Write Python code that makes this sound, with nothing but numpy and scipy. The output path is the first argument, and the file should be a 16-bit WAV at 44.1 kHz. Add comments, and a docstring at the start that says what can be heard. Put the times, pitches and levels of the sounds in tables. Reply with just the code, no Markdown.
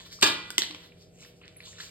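"""A steel plate is knocked and rings while hands pry a crab shell open in a tiled kitchen, close to a phone.
Knocks and cracks are coloured noise bursts with struck modes; wet crunches are clusters of damped pops.
Grain noise makes the rustle of flesh and fingers; damped sines make dull bumps and a clink of glass bangles.
Diffuse echoes follow the nearby sounds; room tone and the steady lines of a motor lie underneath."""
import sys
import numpy as np
from scipy import signal
from scipy.fft import rfft, irfft
from scipy.io import wavfile
from scipy.ndimage import uniform_filter1d

SR = 44100
rng = np.random.default_rng(int(sys.argv[2]) if len(sys.argv) > 2 else 0)


def dump_mix(stems):
    """Bounce the given channels to the path in sys.argv[1] as a 16-bit WAV at rate SR."""
    frames = np.atleast_2d(stems).T  # one column per channel
    limited = np.clip(frames, -1, 1)  # hard clip at full scale
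    pcm = np.round(limited * 32767).astype(np.int16)
    wavfile.write(sys.argv[1], SR, pcm)


N = 83790
T = np.arange(N) / SR
HZ = np.fft.rfftfreq(N, 1 / SR) + 1e-3  # offset keeps log and division finite

SHARED_TREBLE_HZ = 4900  # above this both channels carry the same treble
CRACK_RISE_S = 0.0014
# Phase lead of the right port for direct sound. Each row: frequency in Hz, lead in radians.
PORT_LEAD = [(200, 0.14), (700, 1.68), (2600, 0.85), (3400, 2.72), (4600, 1.385)]


def undb(db):
    """dB to amplitude gain."""
    return 10 ** (np.asarray(db) / 20)


def unit(x):
    """Scale to rms 1."""
    return x / np.sqrt(np.mean(x ** 2))


def read(table, hz=HZ):
    """Interpolate a (Hz, value) table on a log-frequency axis."""
    table_hz, values = np.array(table).T
    return np.interp(np.log(hz), np.log(table_hz), values)


def colour(x, table):
    """Filter by a (Hz, relative dB) spectrum that falls away outside its ends; white rms 1 stays rms 1."""
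    low_edge = np.clip(HZ / table[0][0], 0, 1) ** 2
    high_edge = np.clip(table[-1][0] / HZ, 0, 1) ** 4
    return irfft(rfft(x) * unit(undb(read(table)) * low_edge * high_edge), N)


def burst(s, rise_s, fall_s, hz=0, lead=np.pi / 2):
    """Exponential rise from time s and decay (time constants): a sine, or at the defaults an envelope."""
    out = np.zeros(N)
    rise_s, fall_s = max(rise_s, 1e-4), max(fall_s, 2e-4)
    first = int(np.ceil(s * SR))
    t = T[first:first + int(10 * fall_s * SR)] - s
    envelope = (1 - np.exp(-t / rise_s)) * np.exp(-t / fall_s)
    out[first:first + len(t)] = envelope * np.sin(2 * np.pi * hz * t + lead)
    return out


def tone(s, hz, t60, rise_s, lead=0):
    """A mode struck at time s, its decay falling 60 dB in t60 seconds."""
    return burst(s, rise_s, t60 / np.log(1000), hz, lead)


def splinters(table, mid_table):
    """Rough contact: noise bursts (s, mid dB, treble dB, decay constant s) in two colours, high-passed."""
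    # Treble spectrum. Each row: frequency in Hz, relative density in dB.
    treble_table = [(5000, -0.5), (6500, -6), (8000, -6.5), (10500, -12.5), (13000, -14), (15500, -23.5)]
    low_cut_hz = 131
    mid = colour(rng.standard_normal(N), mid_table)
    high = colour(rng.standard_normal(N), treble_table)
    out = np.zeros(N)
    for s, db, treble_db, fall_s in table:
        envelope = burst(s, min(CRACK_RISE_S, fall_s), fall_s)
        out += envelope * (undb(db) * mid + undb(treble_db) * high)
    return signal.sosfilt(signal.butter(2, low_cut_hz, "high", fs=SR, output="sos"), out)


def plate():
    """Each knock is a short rough contact that excites the plate modes, phased differently at each port."""
    # Each row: start in seconds, mid level in dB, treble level in dB, ring level in dB,
    # contact decay constant in seconds.
    knocks = [(0.212, -53.5, -20.5, -60, 0.0019), (0.2199, -25, -71.5, -58, 0.012),
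              (0.2243, -8, -6.5, -47, 0.0019), (0.2272, -4.5, -15.5, -26, 0.0038),
              (0.261, -17.5, -25.5, -41, 0.0092)]
    # Each row: mode frequency in Hz, level in dB, 60 dB decay in seconds.
    plate_modes = [(301, -5, .25), (423, -3, .3), (610, -7, .3), (866, -5, .4), (1197, 0, .3),
                   (1435, -13, .8), (1643, 2, .25), (1702, -2, .42), (1981, -12, .9), (2403, -1, .55),
                   (2688, -2, .38), (3062, -5, .38), (3461, -10, .55), (3818, -5, .32), (3950, -3, .25),
                   (4155, -2, .26), (4604, -4, .35)]
    # Contact spectrum. Each row: frequency in Hz, relative density in dB.
    knock_colour = [(200, -5), (400, 2), (700, -12), (1200, -0.5), (2000, -8), (3500, 4), (4700, -3.5)]
    contacts = [(s, db, treble_db, contact_s) for s, db, treble_db, _, contact_s in knocks]
    rough = splinters(contacts, knock_colour)
    ringing = np.zeros((2, N))
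    for s, _, _, ring_db, contact_s in knocks:
        rise_s = contact_s / 2
        for hz, mode_db, t60 in plate_modes:
            gain = undb(ring_db + mode_db)
            ringing[0] += gain * tone(s, hz, t60, rise_s)
            ringing[1] += gain * tone(s, hz, t60, rise_s, read(PORT_LEAD, hz))
    return rough, ringing


def shell():
    """A crack is a few ms of splintering plus a brief ring of the shell modes at its own pitch."""
    # Each row: start in seconds, ring level in dB, pitch in Hz, splinter mid level in dB,
    # splinter treble level in dB, ring decay constant in seconds (splinters decay in half of it).
    # Splinter levels are before splinter_gain_db.
    cracks = [(0.5039, -22.5, 1510, -38, -34.5, 0.0022), (.5812, -7, 2080, -19, -18.5, 0.0016),
              (0.62, -18, 1970, -22, -55, 0.0012), (0.635, -12, 1990, -37, -58, 0.00079),
              (0.7104, -20.5, 1080, -36, -50, 0.00074), (.747, -32.5, 2310, -39, -61, 0.0023),
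              (1.4795, -51, 4370, -45.5, -61, 0.00099)]
    # Splinter spectrum. Each row: frequency in Hz, relative density in dB.
    crack_colour = [(150, -7), (350, 5), (700, -4), (1300, -2), (2000, -5.5), (3200, 8.5), (4700, 3)]
    # Each row: mode frequency as a multiple of the pitch, level in dB.
    shell_modes = [(1, 0), (.62, -15.5), (1.53, -7), (2.15, -20), (3.7, -13)]
    splinter_gain_db = 18.5
    snaps = [(s, db, treble_db, ring_s / 2) for s, _, _, db, treble_db, ring_s in cracks]
    rough = undb(splinter_gain_db) * splinters(snaps, crack_colour)
    ring = np.zeros(N)
    for s, db, pitch_hz, _, _, ring_s in cracks:
        for ratio, mode_db in shell_modes:
            t60 = ring_s * np.log(1000) / max(ratio, 1)  # higher modes die sooner
            phase = rng.uniform(0, 2 * np.pi)
            ring += undb(db + mode_db) * tone(s, pitch_hz * ratio, t60, CRACK_RISE_S, phase)
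    return rough, ring


def crunches():
    """Each wet crunch is a cluster of six tiny damped pops near its pitch, the first the strongest."""
    # Each row: start in seconds, level in dB, pitch in Hz, cluster length in seconds.
    crunch_rows = [(0.188, -45, 1160, 0.0039), (.5042, -26, 2760, 0.00042), (0.582, -39.5, 4350, .003),
                   (0.594, -27, 3120, 0.0096), (0.643, -28, 2960, .003), (0.921, -40.5, 2410, 0.0035),
                   (1.2266, -39, 2206, 0.0067), (1.249, -39.5, 1810, .004), (1.415, -38, 2700, 0.01),
                   (1.421, -56, 2700, .014), (1.415, -49, 1120, .02), (1.4387, -39, 2220, 0.0031),
                   (1.455, -41, 4800, .005), (1.563, -41, 2070, .006), (1.6036, -31, 2270, 0.00534),
                   (1.605, -38, 4330, .01), (1.66, -32, 4700, .03), (1.673, -46, 1060, .025),
                   (1.73, -41, 1990, .004), (1.784, -35.5, 1770, .01), (1.801, -29.5, 1660, .005),
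                   (1.8048, -27, 3860, .002), (1.8074, -32, 1950, .002), (1.8085, -25, 4030, .007)]
    decay_cycles, pitch_spread, fade_db = 2.66, 0.2, -11  # spread: +- fraction; fade by cluster end
    out = np.zeros(N)
    for s, db, hz, length_s in crunch_rows:
        chance = rng.random((6, 3))
        chance[0, :2] = 0, 1 / 2  # first pop: on time, on pitch
        for late, off, turn in chance:
            pop_hz = hz * (1 + pitch_spread * (2 * off - 1))
            pop = burst(s + late * length_s, 1 / hz, decay_cycles / hz, pop_hz, 2 * np.pi * turn)
            out += undb(db + fade_db * np.sqrt(late)) * pop
    return out


def rustle():
    """Dense small wet grains of flesh and fingers; each half-octave band swells in its own patches."""
    # Three groups of level points. Each row: time in seconds, mid level in dB, treble level in dB.
    rustle_levels = [
        [(0.0, -44.5, -59), (0.048, -66.5, -65), (0.062, -51, -51), (0.092, -72, -65), (0.128, -47.5, -45.5),
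         (0.178, -95, -65), (0.2, -56, -58)],
        [(0.8, -56.5, -62.5), (0.856, -58, -61), (0.908, -81, -85), (1.022, -64.5, -58.5), (1.06, -85.5, -87),
         (1.234, -55.5, -53), (1.35, -74.5, -78.5)],
        [(1.37, -83, -67), (1.438, -55, -89), (1.516, -71, -75.5), (1.662, -53.5, -54.5), (1.754, -58.5, -65.5),
         (1.812, -47.5, -44), (1.9, -55.5, -62.5)],
    ]
    # Mid spectrum. Each row: frequency in Hz, relative weight in dB.
    mid_colour = [(900, -10), (1500, -7.5), (2200, -3.5), (3500, 0), (4700, 0.5)]
    # Treble spectrum. Each row: frequency in Hz, relative weight in dB.
    treble_colour = [(5000, 1.5), (6500, -4), (8500, -8), (11000, -12.5), (15500, -18)]
    grains_per_s, grain_spread_db = 1500, 3  # rate per band
    patch_db, patch_s = 4, 0.058  # rms swell, smoothing window
    time_s, mid_db, treble_db = np.vstack([np.array(group) for group in rustle_levels]).T
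    window = int(patch_s * SR)
    mid, high = np.zeros(N), np.zeros(N)
    for hz in 900 * 2 ** (np.arange(9) / 2):
        size_db = grain_spread_db * np.clip(rng.exponential(size=N), 0, 3)
        present = rng.random(N) < grains_per_s / SR
        grains = present * rng.standard_normal(N) * undb(size_db)
        band = np.cos(np.pi / 2 * np.clip(2 * np.log2(HZ / hz), -1, 1))
        smooth = uniform_filter1d(uniform_filter1d(rng.standard_normal(N), window), window)
        part = undb(patch_db * unit(smooth)) * irfft(rfft(grains) * band, N)
        if hz < SHARED_TREBLE_HZ:
            mid += part
        else:
            high += part
    mid = undb(np.interp(T, time_s, mid_db)) * unit(colour(mid, mid_colour))
    high = undb(np.interp(T, time_s, treble_db)) * unit(colour(high, treble_colour))
    return mid + high


def bumps():
    """Dull bumps of the body: soft low damped sines."""
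    # Each row: start in seconds, level in dB, pitch in Hz, 60 dB decay in seconds.
    bump_rows = [(0.229, -40, 107, 0.4), (0.585, -27, 323, 0.04), (0.701, -41.5, 307.4, 0.19)]
    return sum(undb(db) * tone(s, hz, t60, 0.0013) for s, db, hz, t60 in bump_rows)


def bangles():
    """Tiny glass ring: each clink strikes all bangle modes."""
    # Each row: start in seconds, level in dB.
    clinks = [(1.567, -46.5)]
    # Each row: mode frequency in Hz, level in dB, 60 dB decay in seconds.
    bangle_modes = [(10440, 3.3, 0.095), (11160, 4.4, 0.068)]
    return sum(undb(db + mode_db) * tone(s, hz, t60, 0.00074)
               for s, db in clinks for hz, mode_db, t60 in bangle_modes)


def pair():
    """Diffuse noise at two ports, mixed from mid and side parts to a set likeness per frequency."""
    # Each row: frequency in Hz, likeness of the ports from 0 to 1.
    likeness = [(300, 0.87), (800, 0.085), (1600, 0.28), (2500, 0.32), (4500, 0.14)]
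    alike = read(likeness)
    mid, side = rfft(rng.standard_normal((2, N)))
    mid, side = mid * np.sqrt((1 + alike) / 2), side * np.sqrt((1 - alike) / 2)
    return irfft(np.array([mid + side, mid - side]), N)


def room(x):
    """Diffuse echoes of the tiles, each octave with its own decay; the first ones come in lumps."""
    # Each row: frequency in Hz, 60 dB decay in seconds.
    room_decay = [(125, 0.7), (500, 0.52), (2000, 0.55), (4000, 0.4), (8000, 0.27), (14000, 0.24)]
    rise_s, lump_db, lump_fade_s = 0.0008, 3, 0.05
    noise = rfft(pair())
    echo = np.zeros((2, N))
    for hz in 62.5 * 2. ** np.arange(9):
        band = np.cos(np.pi / 2 * np.clip(np.log2(HZ / hz), -1, 1)) ** 2
        t60 = read(room_decay, hz)
        decay = burst(0, rise_s, t60 / np.log(1000))
        echo += irfft(noise * band, N) * decay / np.sqrt(t60 * SR / np.log(1e6))  # near-equal energy
    lumps = unit(uniform_filter1d(rng.standard_normal(N), size=100)) * np.exp(-T / lump_fade_s)
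    return signal.fftconvolve(x[None], echo * undb(lump_db * lumps), axes=1)[:, :N]


def kitchen():
    """Room tone plus motor lines, each a steady sine with a wavering narrow-band part."""
    # Each row: frequency in Hz, relative density in dB.
    tone_colour = [(30, -9), (60, -4), (100, -1), (200, -10), (500, -8.5), (780, -17), (950, -35),
                   (1500, -28.5), (3000, -37), (8000, -34), (14500, -45), (15500, -71)]
    # Each row: line frequency in Hz, rms level in dB.
    hum_lines = [(96.9, -68.5), (134.6, -69), (171, -60.5), (398.4, -72.5), (484.5, -68.5), (629.8, -73)]
    tone_db, width_hz, steady = -58.5, 5, 0.9  # steady: share of line power
    noise = rfft(rng.standard_normal(N))
    hum = np.zeros(N)
    for hz, db in hum_lines:
        sine = np.sqrt(2 * steady) * np.sin(2 * np.pi * hz * T)
        waver = unit(irfft(noise / (1 + 2j * (HZ - hz) / width_hz), N))
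        hum += undb(db) * (sine + np.sqrt(1 - steady) * waver)
    return undb(tone_db) * colour(pair(), tone_colour) + hum


def scene():
    """Direct sounds, their echoes and the room tone at two ports."""
    # Left-over-right level of nearby sounds. Each row: frequency in Hz, difference in dB.
    left_excess = [(300, 1), (1000, 1.5), (2200, -1), (4500, -2)]
    knock, ringing = plate()
    crack, pock = shell()
    pock = pock + crunches() + bumps() + bangles()
    soft = rustle()
    # echo sends in dB: knock -1.5, plate ring -8, crack -5.5, shell and small sounds -7.5, rustle -1.5
    wet = room(undb(-1.5) * knock + undb(-8) * ringing[0] + undb(-5.5) * crack
               + undb(-7.5) * pock + undb(-1.5) * soft)
    direct = knock + crack + pock + soft
    direct = np.array([direct, irfft(rfft(direct) * np.exp(1j * read(PORT_LEAD)), N)])
    left_gain = undb(read(left_excess) / 2)
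    nearby = rfft(direct + ringing + wet) * np.array([left_gain, 1 / left_gain])
    return irfft(nearby, N) + kitchen()


def soften(x):
    """Saturation that mainly rounds peaks near the 0.95 ceiling."""
    return x / (1 + (x / 0.95) ** 4) ** (1 / 4)


def record(dry):
    """Above about 4.9 kHz both channels carry the same treble, the right slightly later;
    peaks are rounded and the top is cut."""
    low_cut_hz, top_hz = 34.3, 15900
    lag_s, in_phase_hz = 0.00023, 8050  # right lags left; channels agree in phase at in_phase_hz
    left, right = rfft(dry) / (1 + (low_cut_hz / HZ) ** 4)
    share = 1 / (1 + (SHARED_TREBLE_HZ / HZ) ** 40)
    lagged = left * np.exp(-2j * np.pi * lag_s * (HZ - in_phase_hz))
    right = (1 - share) * right + share * lagged
    rounded = soften(irfft(np.array([left, right]), N))
    return signal.sosfilt(signal.ellip(8, .2, 80, top_hz, fs=SR, output="sos"), rounded)


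dry = scene()
out = record(dry)
dump_mix(out)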